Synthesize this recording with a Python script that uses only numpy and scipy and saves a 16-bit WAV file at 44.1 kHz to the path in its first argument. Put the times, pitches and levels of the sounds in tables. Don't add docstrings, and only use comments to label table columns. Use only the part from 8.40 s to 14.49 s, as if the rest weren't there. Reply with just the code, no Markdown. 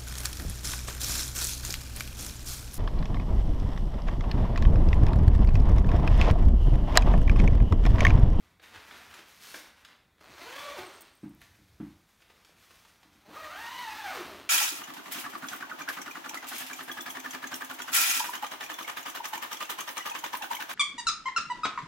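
import sys
import numpy as np
from scipy import signal
from scipy.fft import rfft, irfft
from scipy.io import wavfile

SR = 44100
rng = np.random.default_rng(int(sys.argv[2]) if len(sys.argv) > 2 else 0)


def file_out(sig):
    cols = np.atleast_2d(sig).T
    lim = np.clip(cols, -1, 1)
    pcm = np.round(lim * 32767).astype(np.int16)
    wavfile.write(sys.argv[1], SR, pcm)


N = 268613
TIME = np.arange(N) / SR

# time in seconds, teeth per second, relative force in dB.
TOP_STROKE = [(1.81, 91.4, -51), (1.95, 219.5, -45), (2.02, 340, -44), (2.08, 492.1, -43.5),
              (2.2, 585, -43), (2.27, 568.5, -42.5), (2.35, 594, -47.5), (2.39, 354.4, -37.5),
              (2.44, 379.5, -49.5), (2.5, 269.6, -50), (2.68, 90.05, -48.5)]
FRONT_STROKE = [(4.88, 199.8, -47.5), (4.935, 331.4, -45.5), (4.968, 600, -44.5), (5.0, 635, -46),
                (5.08, 600, -44.5), (5.21, 914.4, -42.5), (5.3, 987.8, -44), (5.4, 990.6, -43.5),
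                (5.5, 841.5, -42), (5.58, 870.6, -42), (5.635, 836.7, -46.5), (5.67, 772.2, -39.5),
                (5.73, 600, -37), (5.8, 344.3, -38), (5.86, 250.6, -40), (6.06, 89.64, -43)]
# multiple of the tooth rate, relative level in dB.
TOP_PARTIALS = [(1, -2), (2, -7), (3, -14.5), (4, -14.5), (6, -14.5)]
FRONT_PARTIALS = [(1, -4.5), (1.5, -20.5), (2, -6.5), (3, -8.5), (4, -13), (6, -18)]
# frequency in Hz, gain in dB.
TOP_SINGING = [(150, -23), (250, -13), (350, -4), (490, -4.5), (600, -0.5), (690, -0.5), (850, -4),
               (1170, 2.5), (1700, 2), (2300, 4), (6000, -3)]
FRONT_SINGING = [(130, -23), (215, -10), (330, -1.5), (450, -6), (560, -4.5), (660, -0.5), (780, -3),
                 (880, 1.5), (1000, -3), (1230, 7), (1500, 0.5), (2000, -2.5), (3000, -4), (6000, -6.5)]
# frequency in Hz, relative level in dB.
PANEL_SPECTRUM = [(60, -40), (170, -8), (300, 1.5), (450, -8.5), (800, -1), (1200, 1.5), (1900, -2),
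                  (3000, -8.5), (4500, -10.5), (7000, -32), (15000, -29)]
SCRAPE_SPECTRUM = [(500, -38.5), (2000, 11), (4200, 4.5), (6400, 2), (7600, -3.5), (9300, -3.5),
                   (10400, -9), (11500, -6.5), (15500, -7)]
# start, length and swell in seconds, then relative crumple and swish levels in dB.
CLOTH_MOVES = [(0.0, 0.11, .01, -67, -75.5), (0.231, 0.57, 0.008, -54, -63), (0.331, 0.03, 0.012, -45, -73),
               (0.517, 0.023, .005, -51.5, -79), (0.713, 0.063, 0.061, -54.5, -77),
               (0.878, 0.1, .03, -60.5, -61.5), (1.035, 0.14, 0.04, -53.5, -50.5),
               (1.243, 0.035, .02, -52.5, -68), (1.373, .04, .01, -59.5, -70),
               (1.442, 0.081, .005, -58, -76), (2.718, 1.1, .03, -73, -72), (3.007, 0.034, .005, -67, -67),
               (3.808, 1.01, 0.011, -67, -72), (4.2, 0.33, 0.048, -72, -68)]
# frequency in Hz, relative level in dB.
CRUMPLE_SPECTRUM = [(60, -42.5), (200, -4.5), (500, -7.5), (900, -2.5), (1500, -1), (2600, -3.5),
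                    (4200, -10.5), (7000, -21.5), (15000, -34.5)]
SWISH_SPECTRUM = [(600, -8.5), (2500, 4), (4200, 3.5), (6400, 2), (7600, -2.5), (9300, -1), (10400, -5.5),
                  (11500, -0.5), (15500, -6)]
# start in seconds,
# peak at the cloth in dB, bass and treble trims in dB.
FOLD_SNAPS = [(0.196, -47, -12, -17), (0.237, -41.5, -33, -21), (0.509, -34.5, -30, -24),
              (0.739, -36, -14, -1.5), (0.789, -40, -12, -9), (1.142, -28, -14, -15),
              (1.448, -36, -43, -10), (1.78, -57, -13, -18), (1.809, -42, -4.5, -3), (3.015, -42, -25, -11),
              (3.82, -47.5, -23, -23), (3.899, -43, -14, -17), (4.047, -45, -38, -2), (4.092, -50, -3, -9),
              (4.306, -44, -18, -15), (4.449, -43, -13, -7.5), (4.63, -44, -12, -8)]
# start in seconds, peak in dB, 60 dB decay time in seconds.
TAB_CLINKS = [(2.608, -36, 0.033), (2.617, -38, 0.03), (2.752, -52, 0.03), (2.894, -49, 0.015),
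              (2.9495, -48, .006), (3.017, -34.5, 0.0032)]
# start in seconds, pitch in Hz, relative level in dB.
TAB_JINGLES = [(2.46, 8350, -62), (2.54, 8350, -57), (2.599, 8350, -58), (2.73, 8500, -69),
               (2.828, 8500, -65)]
# start in seconds, relative level in dB.
STEPS = [(2.832, -30), (3.191, -54), (3.401, -27), (4.65, -55), (4.75, -56), (4.88, -45.5)]
# frequency in Hz, relative level in dB, 60 dB decay time in seconds.
FLOOR_MODES = [(65, -17, 0.62), (123.7, -18.5, 0.44), (149, -7, 0.4), (184.5, -3, 0.29), (210.7, 5, .28),
               (256, -21, 0.51), (285.7, -0.5, 0.23), (311.4, 1, 0.34), (342, -12, 0.5), (410, -33, 0.17),
               (706, -14.5, 0.06), (857, -21.5, 0.16)]
# delay in seconds, linear gain.
THUD_ECHOES = [(.0072, 0.36), (.0305, 0.35), (0.038, 0.28)]
# frequency in Hz, 60 dB decay time in seconds.
WALLS_T60 = [(150, 0.37), (600, 0.54), (2000, 0.53), (5000, 0.58), (14000, 0.42)]
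# start and length in seconds, relative level in dB.
SWAYS = [(0.0, .15, -66), (0.334, 0.052, -61.5), (0.48, 0.31, -70), (1.89, 0.052, -60), (2.0, 0.31, -69.5),
         (2.377, 0.043, -55), (2.863, 0.69, -64), (4.95, 1.08, -66)]
# frequency in Hz, relative level in dB.
RUMBLE_SPECTRUM = [(22, -37), (42, -7), (65, 0.5), (90, 3), (130, -6), (300, -13.5), (600, -22.5),
                   (3000, -69)]
AIR_SPECTRUM = [(15, -60), (25, -7), (75, 1), (128, -5), (163, -3.5), (475, -13), (927, -13), (2560, -16),
                (2780, -37), (3440, -16), (4870, -27.5), (5720, -28), (15000, -30)]


def zipper(stroke, partials, singing, jitter_teeth, scatter_db, rasp_db, whine_db, scrape_db, sizzle_db):
    times, tooth_hz, force_db = np.transpose(stroke)
    rate = np.interp(TIME, times, tooth_hz) * (1 + 0.02 * wander(90))
    travel = np.cumsum(rate) / SR
    octaves = np.log2(rate / 600)
    easy_pull_db = -43.5
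    load_db = np.maximum(np.interp(TIME, times, force_db) - easy_pull_db, 0)
    offset, scatter = rng.standard_normal((4096, 2))[:int(travel[-1])].T
    tooth = np.arange(len(offset))
    arrival = np.interp(tooth + jitter_teeth * offset, travel[:-2], np.arange(N - 2))
    size = unit(amp(scatter_db * scatter - (-1) ** tooth))
    index, fraction = arrival.astype(int), arrival % 1
    knocks = np.bincount(index, size * (1 - fraction), N) + np.bincount(index + 1, size * fraction, N)
    knocks = (knocks - np.mean(size) * rate / SR) * np.sqrt(SR / rate)
    rub = unit(np.exp(-2 * (travel % 1)) * grains(14000, spread_db=1))
    rasp = colour(knocks + 0.34 * rub, PANEL_SPECTRUM) * amp(rasp_db + 3 * octaves + 0.26 * load_db)
    metal = [(hz, db + sizzle_db * (hz > 11000)) for hz, db in SCRAPE_SPECTRUM]
    scrape = colour(rub, metal) * amp(scrape_db + 3.5 * octaves)
    whine = np.zeros(N)
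    for multiple, db in partials:
        phase = 2 * np.pi * multiple * travel + 0.33 * wander(260)
        singing_db = on_log_axis(singing, multiple * rate)
        strain_db = load_db * (0.63 if multiple == 1 else -0.88)
        whine += np.sin(phase) * amp(db + singing_db + strain_db + 3 * wander(45))
    whine *= np.sqrt(2) * amp(whine_db + 3.5 * octaves)
    drag = amp(1.6 * wander(110))
    return gain_curve(times, force_db) * drag * (rasp + scrape + whine)


def cloth(release_s=0.025):
    start, length, swell, crumple_db, swish_db = np.transpose(CLOTH_MOVES)
    creases = grains(2500, spread_db=3.5)
    fibres = unit(grains(12000, spread_db=4.7) + 0.71 * creases)
    buckling = movements(zip(start, length, swell, crumple_db - 2), release_s)
    sliding = movements(zip(start, length, swell, swish_db + 1), release_s)
    flutter = amp(2 * wander(45))
    return (colour(creases, CRUMPLE_SPECTRUM) * buckling + colour(fibres, SWISH_SPECTRUM) * sliding) * flutter


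def fold_snaps(attack_s=0.0012, t60=0.032):
    out, t = np.zeros(N), TIME[:SR // 8]
    for start, peak_db, bass_db, treble_db in FOLD_SNAPS:
        crackle = rng.standard_normal(len(t)) * decay(t, t60) * (1 - np.exp(-t / attack_s))
        spectrum = [(70, bass_db - 19), (300, bass_db + 16.5), (700, bass_db + 12), (1400, 1),
                    (3800, -3.4), (7000, treble_db - 6.5), (15000, treble_db - 17)]
        add(out, start, with_peak(colour(crackle, spectrum), peak_db))
    return out


def pull_tab(ring_t60=0.39, split_hz=130):
    out, t = np.zeros(N), TIME[:SR // 3]
    tick_spectrum = [(500, -2), (2500, -21), (7000, -5), (12000, 0), (15500, 3)]
    for start, peak_db, t60 in TAB_CLINKS:
        tick = colour(rng.standard_normal(len(t)) * decay(t, t60), tick_spectrum)
        add(out, start, with_peak(tick, peak_db))
    for start, hz, db in TAB_JINGLES:
        phase = 2 * np.pi * hz * t + 1.1 * wander(400)[:len(t)]
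        pair = 0.5 * np.sin(phase) + 0.25 * np.sin(phase + 2 * np.pi * split_hz * t)
        chatter = amp(5.5 * wander(250)[:len(t)])
        add(out, start, pair * chatter * decay(t, ring_t60) * amp(db))
    return out


def footfalls(contact_s=0.0042, scuff_t60=0.61):
    out, t = np.zeros(N), TIME[:SR // 2]
    ring = sum(amp(db) * decay(t, t60) * np.sin(2 * np.pi * hz * t) for hz, db, t60 in FLOOR_MODES)
    ring *= 1 - np.exp(-t / contact_s)
    sole_spectrum = [(100, -9), (900, 12), (2600, 3), (6000, -19), (15000, -27)]
    for start, db in STEPS:
        scuff = colour(rng.standard_normal(len(t)), sole_spectrum) * decay(t, scuff_t60) * amp(db - 30)
        thud = with_peak(ring, db - 2.5)
        add(out, start, thud + scuff)
        for delay_s, gain in THUD_ECHOES:
            add(out, start + delay_s, gain * thud)
    return out


def bedroom(direct, wet_db, crossfade_hz=7, first_echo_s=0.004):
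    t = TIME[:32768]
    hz = np.fft.rfftfreq(len(t), 1 / SR)
    noise = rfft(rng.standard_normal((2, len(t))))
    edges = np.r_[0, np.geomspace(150, SR / 2, 9)]
    tails = np.zeros((2, len(t)))
    for low, high in zip(edges, edges[1:]):
        band = irfft(noise * (hz >= low) * (hz < high))
        tails += band * decay(t, on_log_axis(WALLS_T60, (low + high) / 2)) * (t > first_echo_s)
    first, second = (signal.fftconvolve(direct, unit(tail) / np.sqrt(len(t)))[:N] for tail in tails)
    turn = 2 * np.pi * crossfade_hz * TIME
    walls = first * np.cos(turn) + second * np.sin(turn)
    return (direct + amp(wet_db) * walls) / np.hypot(1, amp(wet_db))


def background(air_db=-68.5, swell_s=0.016):
    air = colour(rng.standard_normal(N), AIR_SPECTRUM) * amp(air_db)
    sway = movements([(start, length, swell_s, db - 2) for start, length, db in SWAYS], release_s=0.032)
    return air + colour(rng.standard_normal(N), RUMBLE_SPECTRUM) * sway


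def amp(db):
    return 10 ** (np.asarray(db) / 20)


def unit(x):
    return x / np.sqrt(np.mean(x ** 2))


def with_peak(x, db):
    return x / np.abs(x).max() * amp(db)


def on_log_axis(points, hz):
    point_hz, value = np.transpose(points)
    return np.interp(np.log(np.maximum(hz, 1)), np.log(point_hz), value)


def colour(x, spectrum, size=4096):
    gain = unit(amp(on_log_axis(spectrum, np.fft.rfftfreq(size, 1 / SR))))
    cepstrum = irfft(np.log(gain))
    cepstrum[1:size // 2] *= 2
    cepstrum[size // 2 + 1:] = 0
    return signal.fftconvolve(x, irfft(np.exp(rfft(cepstrum))))[:len(x)]


def gain_curve(times, db, fade_s=0.027):
    outside = np.maximum(times[0] - TIME, 0) + np.maximum(TIME - times[-1], 0)
    return amp(np.interp(TIME, times, db)) * np.exp(-outside / fade_s)


def movements(rows, release_s):
    power = np.zeros(N)
    for start, length, swell_s, db in rows:
        before, after = np.maximum(start - TIME, 0), np.maximum(TIME - start - length, 0)
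        power += (amp(db) * np.exp(-before / swell_s - after / release_s)) ** 2
    return np.sqrt(power)


def decay(t, t60):
    return np.exp(-np.log(1000) * t / t60)


def wander(rate_hz):
    knots = rng.standard_normal(8192)
    return 1.2 * np.interp(TIME * rate_hz, np.arange(len(knots)), knots)


def grains(per_second, spread_db):
    where = np.flatnonzero(rng.random(N) < per_second / SR)
    sizes = amp(spread_db * np.minimum(rng.exponential(size=len(where)), 4))
    return unit(np.bincount(where, sizes * rng.choice([-1, 1], len(where)), N))


def add(out, start_s, sound):
    start = int(start_s * SR)
    out[start:start + len(sound)] += sound[:len(out) - start]


def scene():
    top = zipper(TOP_STROKE, TOP_PARTIALS, TOP_SINGING, jitter_teeth=0.125, scatter_db=1.5,
                 rasp_db=-3.5, whine_db=-1, scrape_db=-5, sizzle_db=0)
    front = zipper(FRONT_STROKE, FRONT_PARTIALS, FRONT_SINGING, jitter_teeth=0.129, scatter_db=3,
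                   rasp_db=-5.5, whine_db=0, scrape_db=-8, sizzle_db=3)
    zips = bedroom(top + front, wet_db=0)
    handling = bedroom(cloth() + fold_snaps(), wet_db=-0.5)
    return np.tile(zips + handling + pull_tab() + footfalls() + background(), (2, 1))


def record(dry):
    low_cut = signal.butter(4, 34, "high", fs=SR, output="sos")
    high_cut = signal.ellip(10, 0.2, 60, 15750, fs=SR, output="sos")
    return signal.sosfilt(high_cut, signal.sosfilt(low_cut, dry))


dry = scene()
out = record(dry)
file_out(out)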